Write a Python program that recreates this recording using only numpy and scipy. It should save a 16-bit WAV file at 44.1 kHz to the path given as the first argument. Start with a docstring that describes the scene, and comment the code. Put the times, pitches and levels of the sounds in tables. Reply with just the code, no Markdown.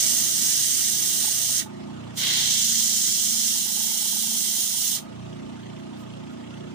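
"""Hollow wooden block on a disc sander

A hollow wooden block is held on a coarse spinning disc, lifted and turned, pressed on again, then lifted for good.
Behind the block: fan air, casing resonances, bearing chatter once a turn, and a growl of shaft orders.
The load slows the motor and changes that growl; grit hisses in the wood as four bands of patchy noise.
Soft hollow knocks come once a turn in short runs, and fingers brush the wood after the last lift.
Taken dry on two microphone ports: the right one is brighter and hears the machine a little later."""
import sys
import numpy as np
from scipy import signal
from scipy.fft import rfft, irfft, next_fast_len
from scipy.io import wavfile
from scipy.ndimage import uniform_filter1d, map_coordinates

SR = 44100
rng = np.random.default_rng(int(sys.argv[2]) if len(sys.argv) > 2 else 0)


def put_to_file(sound):
    """Save the sound as 16-bit audio at rate SR, in the file named by the first command-line argument."""
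    columns = np.atleast_2d(sound).T  # one column per channel
    safe = np.clip(columns, -1, 1)
    whole_steps = np.round(safe * 32767)
    wavfile.write(sys.argv[1], SR, whole_steps.astype(np.int16))


N = 297233
T = np.arange(N) / SR  # time in s


def amp(db):
    """Decibels to a linear gain."""
    return 10 ** (np.asarray(db) / 20)


def unit(x):
    """Scale a sound to rms 1."""
    return x / np.sqrt(np.mean(x ** 2) + 1e-20)


def along(points, hz):
    """Read (freq_hz, value) points on a log frequency axis."""
    f, v = np.transpose(points)
    return np.interp(np.log(hz + 1), np.log(f + 1), v)


def curves(rows):
    """One value per sample for each column after the time."""
    s, *cols = np.transpose(rows)
    return [np.interp(T, s, c) for c in cols]


def wobble(rate):
    """A smooth random curve with `rate` knots a second."""
    coarse = T[::int(SR / rate / 20) + 1]
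    knots = rng.standard_normal(int(N * rate / SR) + 4)
    return np.interp(T, coarse, map_coordinates(knots, [coarse * rate]))


def filtered(x, response):
    """Pass x through a complex response of frequency."""
    m = next_fast_len(N + SR // 2)
    hz = np.fft.rfftfreq(m, 1 / SR)
    return irfft(rfft(x, m) * response(hz), m)[..., :N]


# Likeness of the noise at the two ports, before their own colour: freq_hz, likeness (0-1)
PORT_LIKENESS = [(30, 0.33), (100, 0.98), (400, .8), (1000, 0.29), (2000, 0.37), (3500, 0.13),
                 (6000, 0.067), (10000, 0.037), (15000, .03)]


def rush(spectrum, patchy_db):
    """Two-port noise of rms 1: random gain patches in time and pitch, shaped by a spectrum."""
    z = signal.stft(rng.standard_normal((2, N)), nperseg=512)[2]
    field = rng.standard_normal(z.shape[1:])
    field = uniform_filter1d(field, size=3, axis=0)
    field = uniform_filter1d(field, size=6, axis=1)
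    pair = signal.istft(z * amp(patchy_db * unit(field)), nperseg=512)[1][:, :N]

    def mid_side(hz):
        turn = np.arccos(np.clip(along(PORT_LIKENESS, hz), -1, 1)) / 2
        return amp(along(spectrum, hz)) * np.array([np.cos(turn), np.sin(turn)])

    mid, side = filtered(pair, mid_side)
    return unit(np.array([mid + side, mid - side]))


# Speed of the disc, slower under load: time_s, turns_per_s
DISC_SPEED = [(0, 28.35), (.9, 27.95), (1.55, 28.05), (1.72, 29.75), (2.25, 29.75), (2.45, 29.5),
              (2.62, 28.25), (3, 27.95), (4.1, 27.72), (4.9, 27.35), (5.04, 29.715), (6.74, 29.715)]


def shaft():
    """Angle of the disc in radians, summed from its speed."""
    return 2 * np.pi * np.cumsum(curves(DISC_SPEED)[0]) / SR


LOADED_SPEED, FREE_SPEED = 28.2, 29.7  # turns per s


def freedom():
    """1 when the disc runs free, 0 under load, judged by its speed."""
    return np.clip((curves(DISC_SPEED)[0] - LOADED_SPEED) / (FREE_SPEED - LOADED_SPEED), 0, 1)


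MAINS_HZ, MAINS_ORDER = 240, 8  # magnetic pull of the windings and the shaft order next to it


def slipping():
    """Phase of the mains pull against the shaft order next to it."""
    return 2 * np.pi * MAINS_HZ * T - MAINS_ORDER * shaft()


# A crest of the low growl's beat in each free run: time_s
BEAT_CRESTS = [2.03, 5.27]


def swell(lead_s):
    """The slip beat, -1 to 1, counted from the nearest listed crest moved ahead by lead_s."""
    slip = slipping()
    nearest = (T > np.mean(BEAT_CRESTS)) * 1
    crest_phase = np.interp(np.array(BEAT_CRESTS) - lead_s, T, slip)
    return np.cos(slip - crest_phase[nearest])


# Spectrum of air and casing noise, relative: freq_hz, level_db (per Hz)
AIR_SPECTRUM = [(15, -70), (35, -34), (92, -13.5), (210, -10), (349, -8), (468, -12), (862, -20.5),
                (1250, -20.5), (1820, -26.5), (2860, -26.5), (5000, -33.5), (6880, -34.5), (8980, -40),
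                (13400, -58), (15300, -51)]
# The free disc shakes the casing less in the bass: freq_hz, gain_db
FREE_COLOUR = [(60, 0), (100, -6), (340, -6), (480, -2), (600, 0)]
# The pressed block stills the casing: freq_hz, gain_db
LOADED_COLOUR = [(60, -1), (250, 2), (380, -3), (520, -7), (700, 0.5), (1100, -3), (1500, 5.5), (2500, -17),
                 (4000, -7)]
# Casing resonances: freq_hz, width_hz, level_db (over the casing level)
CASING_RINGS = [(656.5, 46, -3.5), (888, 35, -8), (1243, 33, -11.5)]
# Common level of air and rings: time_s, level_db
CASING_DB = [(0, -48), (.4, -51.5), (.75, -52.5), (1.25, -51), (1.55, -53), (1.7, -50), (2.35, -48.5),
             (2.5, -51.5), (2.8, -53.5), (4.85, -53.5), (5.1, -50), (6.74, -50)]
# The chatter beats with the low growl, a little ahead
CHATTER_DB, CHATTER_SWELL_DB, CHATTER_LEAD_S = -58, 3, .03
CHATTER_START_DB, CHATTER_BUILD_S = -12, .2  # after a lift it starts low and builds


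def bearings():
    """The bearings rattle near 3 kHz, bunched by the turning shaft, when the disc runs free."""
    angle = shaft()
    first_lift, last_lift = TOUCHES[0][1], TOUCHES[1][1]
    from_lift = T - np.where(T < last_lift, first_lift, last_lift)
    level_db = CHATTER_DB + CHATTER_SWELL_DB * swell(CHATTER_LEAD_S)
    level_db = level_db + CHATTER_START_DB * np.exp(-np.abs(from_lift) / CHATTER_BUILD_S)
    turn_db = 6 * np.cos(angle) + 2 * np.cos(2 * angle)
    turn_db = turn_db + 2.5 * np.cos(4 * angle) + 2.5 * np.cos(6 * angle + 1.2)
    beat = amp(turn_db + .8 * wobble(12))
    noise = rush([(2000, -40), (2600, -5), (3000, -3), (3500, -2.5), (4500, -39)], patchy_db=-0.5)
    return freedom() * amp(level_db) * unit(beat * noise)


def housing():
    """Fan air and casing resonances jolted on each turn; the load changes the colour of the air."""
    angle, free = shaft(), freedom()
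    casing_db, = curves(CASING_DB)
    rings = 0
    for hz, width_hz, ring_db in CASING_RINGS:
        jolts = amp(1.3 * np.cos(angle + hz) + 1.8 * wobble(4.51))  # hz only scatters the phase
        band = [(hz - 4 * width_hz, -40), (hz, 0), (hz + 4 * width_hz, -40), (hz * 3, -120)]
        rings = rings + amp(ring_db) * unit(jolts * rush(band, patchy_db=-2.0))
    air = amp(7 + 1.06 * np.cos(angle)) * rush(AIR_SPECTRUM, patchy_db=2.5)
    free_air = filtered(air, lambda hz: amp(along(FREE_COLOUR, hz)))
    loaded_air = filtered(air, lambda hz: amp(along(LOADED_COLOUR, hz)))
    air = free * free_air + (1 - free) * loaded_air
    return amp(casing_db) * (air + rings)


# Growl levels before the slow beat: time_s, low_growl_db, upper_growl_db
GROWL_DB = [(0, -49, -46), (.35, -51, -44), (.68, -51.5, -47.5), (.76, -48.5, -45), (1.25, -50, -43),
            (1.5, -48, -52.5), (1.62, -49, -40.5), (1.9, -40, -38), (2.05, -40.5, -40.5),
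            (2.2, -44.5, -41.5), (2.7, -45, -43), (2.8, -50, -43), (4.3, -58.5, -42.5), (4.88, -56, -46.5),
            (5.2, -41, -38.5), (5.8, -44, -39.5), (6.74, -43.5, -39)]
# Balance of shaft orders under the first face: multiple, level_db (relative)
FIRST_FACE_ORDERS = [(1, -31), (2, -18), (3, -4.5), (4, -6), (5, 3), (6, -17), (7, -9.5), (8, -2.5),
                     (9, -13.5), (10, -26), (11, -11), (12, -11), (13, -14.5), (14, -14.5)]
# Balance of shaft orders running free: multiple, level_db (relative)
FREE_ORDERS = [(1, -35), (2, -21), (3, -10), (4, -2), (5, -1), (6, -2), (7, 0), (8, -1), (9, -6), (10, -7),
               (11, -8), (12, -7), (13, -13), (14, -21)]
# Balance of shaft orders under the second face: multiple, level_db (relative)
SECOND_FACE_ORDERS = [(1, -30.5), (2, -29), (3, -13), (4, -7), (5, -5.5), (6, -7.5), (7, -1.5), (8, 4.5),
                      (9, -14), (10, -40), (11, -35), (12, -11.5), (13, -18), (14, -36)]
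# The neighbour of each order: multiple, relative_strength (0-1), cancelling_s (time of one cancelling)
NEIGHBOURS = [(1, .3, 5.3), (2, .3, 5.3), (3, 0.2, 5.35), (4, 0.44, 5.44), (5, 0.5, 5.6), (6, 0.25, 5.5),
              (7, 0, 5.55), (8, 0.37, 5.32), (9, 0.7, 5.19), (10, 0.9, 5.33), (11, 0.5, 5.7),
              (12, 0.8, 5.56), (13, 0.74, 5.42), (14, 1, 5.3)]
TURNED_S = 1.9  # when the block is turned over
SWELL_FREE_DB, SWELL_LOADED_DB = 2, 1.5  # depth of the low growl's beat
UPPER_SWELL_DB, UPPER_LEAD_S = 1.1, .26  # the upper growl beats too, ahead of the low one


def evened(x):
    """Divide a sound by its own running rms over 40000 samples."""
    return x / np.sqrt(np.abs(uniform_filter1d(x * x, size=40000)) + 1e-9)


def growl():
    """Shaft orders, each beside a neighbour set by the mains pull chopped by each turn.

    The pair beats slowly when the disc runs free and throbs fast when the load makes the motor slip.
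    """
    low_db, high_db = curves(GROWL_DB)
    loose, angle, slip = freedom(), shaft(), slipping()
    on_first = (1 - loose) * (T < TURNED_S)
    on_second = (1 - loose) * (T >= TURNED_S)
    swell_db = SWELL_LOADED_DB + (SWELL_FREE_DB - SWELL_LOADED_DB) * loose
    low_db = low_db + swell_db * swell(0)
    high_db = high_db + UPPER_SWELL_DB * loose * swell(UPPER_LEAD_S)
    unrest = 1 - .6 * loose  # cleaner lines when the disc runs free
    low, high = 0, 0
    orders = zip(FIRST_FACE_ORDERS, FREE_ORDERS, SECOND_FACE_ORDERS, NEIGHBOURS)
    for first, free, second, (k, strength, cancelling_s) in orders:
        db = on_first * first[1] + loose * free[1] + on_second * second[1]
        depth = strength * (0.67 + 0.17 * loose)
        pair = 1 - depth * np.exp(1j * (slip - np.interp(cancelling_s, T, slip)))
        shared_drift = .35 * wobble(6)
        port_drift = .3 * np.array([wobble(9), wobble(9)])
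        phase = round(k) * angle + .45 * k * k + unrest * (shared_drift + port_drift)
        tone = amp(db + 2.2 * unrest * wobble(8)) * np.real(pair * np.exp(1j * phase))
        if k < 6.5:
            low = low + tone
        else:
            high = high + tone
    return amp(low_db) * evened(low) + amp(high_db) * evened(high)


# Fingers on wood: centre_s, length_s, level_db
FINGER_RUBS = [(5.55, .03, -74), (5.62, .04, -65), (5.8, .04, -63), (6.005, .08, -58), (6.09, .03, -72),
               (6.32, .035, -61), (6.41, .02, -74)]


def fingers():
    """Skin slides over the rough block: short bright brushes of noise."""
    strokes = sum(amp(db) * np.exp(-((T - s) / length * 2.2) ** 2) for s, length, db in FINGER_RUBS)
    bright = [(4000, -30), (7000, -3), (10000, -6), (13300, -10), (15000, -5)]
    return strokes * rush(bright, patchy_db=2.5)


# Short runs of one knock a turn: first_s, knocks, level_db (before scatter)
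KNOCK_RUNS = [(1.245, 2, -38), (1.495, 1, -44), (1.665, 1, -40), (2.372, 2, -43.5), (3.558, 2, -48),
              (3.666, 2, -43.5), (3.773, 2, -41.5), (3.845, 2, -47.5), (3.917, 2, -44.5), (4.022, 2, -43.5),
              (4.132, 2, -42), (4.24, 2, -44), (4.315, 2, -46), (4.422, 2, -52), (4.571, 1, -44.5),
              (4.642, 1, -51), (4.747, 2, -47), (4.857, 1, -51)]
HOLLOW_HZ, KNOCK_SCATTER_DB = 877, 1  # centre pitch and random level spread


def knocks():
    """A high spot of the disc squeezes past the block once a turn; its hollow gives a soft short note."""
    notes = np.zeros(N)
    t = np.arange(-600, 1200) / SR
    turns = shaft() / (2 * np.pi)
    swelling = np.exp(-(t / np.where(t < 0, .005, .008)) ** 2)
    for first_s, count, db in KNOCK_RUNS:
        knock_turns = np.interp(first_s, T, turns) + np.arange(round(count))
        times = np.interp(knock_turns, turns, T)
        luck = rng.standard_normal((len(times), 2))
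        levels = amp(db + KNOCK_SCATTER_DB * luck[:, 0])
        pitches = HOLLOW_HZ * (1 + 0.022 * luck[:, 1])
        for at, level, hz in zip(times, levels, pitches):
            note = level * swelling * np.sin(2 * np.pi * hz * t)
            notes[round(at * SR) - 600:][:len(t)] += note
    return notes


# The block on the disc: touch_s, lift_s, scrape_db, rasp_db, dust_db,
# then changes on a fresh rough face: fresh_scrape_db, fresh_rasp_db, fresh_dust_db
TOUCHES = [(-1, 1.595, -43, -33.5, -25, 0, 0, 0), (2.158, 4.96, -46.5, -33, -25.5, 15, 10.5, -6)]
# Hiss while the block is held on: time_s, level_db
HISS_DB = [(0, -24.5), (.19, -25), (.24, -26.5), (.45, -24.5), (1.2, -27), (1.5, -26.5), (1.59, -25.5),
           (2.18, -31.5), (2.3, -28.5), (2.5, -23.5), (2.75, -23), (3.5, -25), (3.65, -27.5), (4.4, -28),
           (4.9, -28), (4.96, -27.5)]
USUAL_HISS_DB = -26
SCRAPE_FOLLOWS, RASP_FOLLOWS, DUST_FOLLOWS = .6, .35, .12  # dB per dB of hiss
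BITE_DB_PER_S, LIFT_DB_PER_S = 900, 410  # how fast the sound comes on touch and goes on lift
EDGE_S, EDGE_DB = .025, 1.5  # the last edge drags on after the face has left, and scrapes louder
SCRAPE_WEARS_S, RASP_WEARS_S = .11, 0.14  # roughness peaks this long after the touch
DUST_BUILDS_S = 0.4  # fine dust comes slowly


def contact():
    """Gains of hiss, scrape, rasp and dust as each touch bites, wears in and lifts."""
    hiss_db, = curves(HISS_DB)
    push_db = hiss_db - USUAL_HISS_DB
    gains = 0
    for touch, lift, scrape_db, rasp_db, dust_db, fresh_scrape_db, fresh_rasp_db, fresh_dust_db in TOUCHES:
        on = np.maximum(T - touch, 0)

        def held(end):
            bite_db = np.minimum(0, BITE_DB_PER_S * (T - touch - .02))
            return bite_db - LIFT_DB_PER_S * np.maximum(T - end, 0)

        def rough(s):
            return on / s * np.exp(1 - on / s)

        edge_db = EDGE_DB * np.exp(-((T - lift - EDGE_S) / EDGE_S) ** 2)
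        hiss = hiss_db + held(lift)
        scrape = scrape_db + SCRAPE_FOLLOWS * push_db + fresh_scrape_db * rough(SCRAPE_WEARS_S)
        scrape = scrape + edge_db + held(lift + EDGE_S)
        rasp = rasp_db + RASP_FOLLOWS * push_db + fresh_rasp_db * rough(RASP_WEARS_S)
        rasp = rasp + held(lift + EDGE_S / 2)
        dust = dust_db + DUST_FOLLOWS * push_db + fresh_dust_db * np.exp(-on / DUST_BUILDS_S)
        dust = dust + held(lift)
        gains = gains + amp([hiss, scrape, rasp, dust])
    return gains


# Spectrum of the low scrape, relative: freq_hz, level_db (per Hz)
SCRAPE_SPECTRUM = [(710, -36), (1200, -13.5), (1380, -23.5), (1450, -3.5), (1760, -3), (1970, -1.5),
                   (2160, -1), (2500, 4), (3250, -26), (5500, -120)]
# Spectrum of the mid rasp, relative: freq_hz, level_db
RASP_SPECTRUM = [(1530, -52), (2600, -7), (2780, -3), (3200, 0), (3510, 1), (4020, 0), (4480, -2.5),
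                 (5000, -7.5), (6500, -6.5), (11000, -120)]
# Spectrum of the high hiss, relative: freq_hz, level_db
HISS_SPECTRUM = [(2650, -42), (4500, -7), (6400, -0.5), (7760, -4), (8200, -5), (10700, -25.5),
                 (18000, -120)]
# Spectrum of the fine dust, relative: freq_hz, level_db
DUST_SPECTRUM = [(4590, -36), (7800, -10), (8900, 0.5), (9650, -2.5), (11900, -7), (13300, -11),
                 (14900, -0.5), (15500, -5)]
# Resonances and hollows of the block, one list for each face: freq_hz, width_hz, lift_db
FACE_MODES = [
    [(1900, 70, 5), (2520, 220, -11), (2800, 150, 4), (3150, 150, 3), (3890, 50, 4), (5580, 70, 5),
     (5850, 110, 5), (6220, 60, 4), (6550, 200, 6), (6900, 200, -3), (7590, 120, 4), (8350, 130, 5),
     (8690, 130, 5), (9830, 60, 3), (14600, 110, 3), (15300, 160, 3)],
    [(2050, 200, 3), (2520, 220, -11), (3200, 90, 5), (4160, 80, 3), (4550, 200, -3), (5580, 110, 4),
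     (6150, 200, 3), (7050, 190, 3), (8930, 110, 3), (11900, 600, 2), (15350, 250, 4)],
]


def block_body(cut, modes):
    """Colour the cut by the block's resonances (lifts) and hollows (dips)."""
    def response(f):
        return amp(sum(db / (1 + (2 * (f - hz) / width) ** 2) for hz, width, db in modes))
    return filtered(cut, response)


def sanding():
    """Grit tears the fibres; the disc runs a little out of true, so the bite throbs once and twice a turn."""
    hiss, scrape, rasp, dust = contact()
    angle = shaft()
    throb_db = 0.54 * np.cos(angle) + .5 * np.cos(2 * angle + 2.4) + .2 * np.cos(5 * angle)
    bite = amp(throb_db + 0.51 * wobble(12))
    grit = amp(0.53 * wobble(900))  # coarse grains catch one after another
    layers = scrape * rush(SCRAPE_SPECTRUM, patchy_db=1.8)
    layers = layers + rasp * rush(RASP_SPECTRUM, patchy_db=1.25)
    layers = layers + hiss * rush(HISS_SPECTRUM, patchy_db=1.0)
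    layers = layers + dust * rush(DUST_SPECTRUM, patchy_db=1.66)
    cut = bite * grit * layers
    turned = T >= TURNED_S
    return block_body(cut * ~turned, FACE_MODES[0]) + block_body(cut * turned, FACE_MODES[1])


def scene():
    """The machine behind, the hands and the wood in front."""
    return housing() + bearings() + growl() + fingers() + knocks() + sanding()


# Colour of the microphone ports: freq_hz, left_over_right_db
PORT_COLOUR = [(60, -5), (110, -5.5), (200, -2.5), (380, -4), (700, -1.0), (1290, -5.5), (2380, -1),
               (4400, -3), (8120, -4.5), (15000, -23.5)]
LAG = 44  # samples by which the right port is late
TOP_HZ = 15500  # band limit


def record(dry):
    """Each port has its own colour, the right one is late, and nothing passes above the band limit."""
    def response(hz):
        half_db = along(PORT_COLOUR, hz) / 2
        late = np.exp(-2j * np.pi * hz * LAG / SR)
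        ports = np.array([amp(half_db), amp(-half_db) * late])
        ports = ports / np.sqrt(np.cosh(half_db * np.log(10) / 10))  # keeps the summed power of the two
        edge = np.sin(np.pi / 2 * np.clip((TOP_HZ + 60 - hz) / 80, 0, 1)) ** 2
        return ports * edge
    return filtered(dry, response)


dry = scene()
out = record(dry)
put_to_file(out)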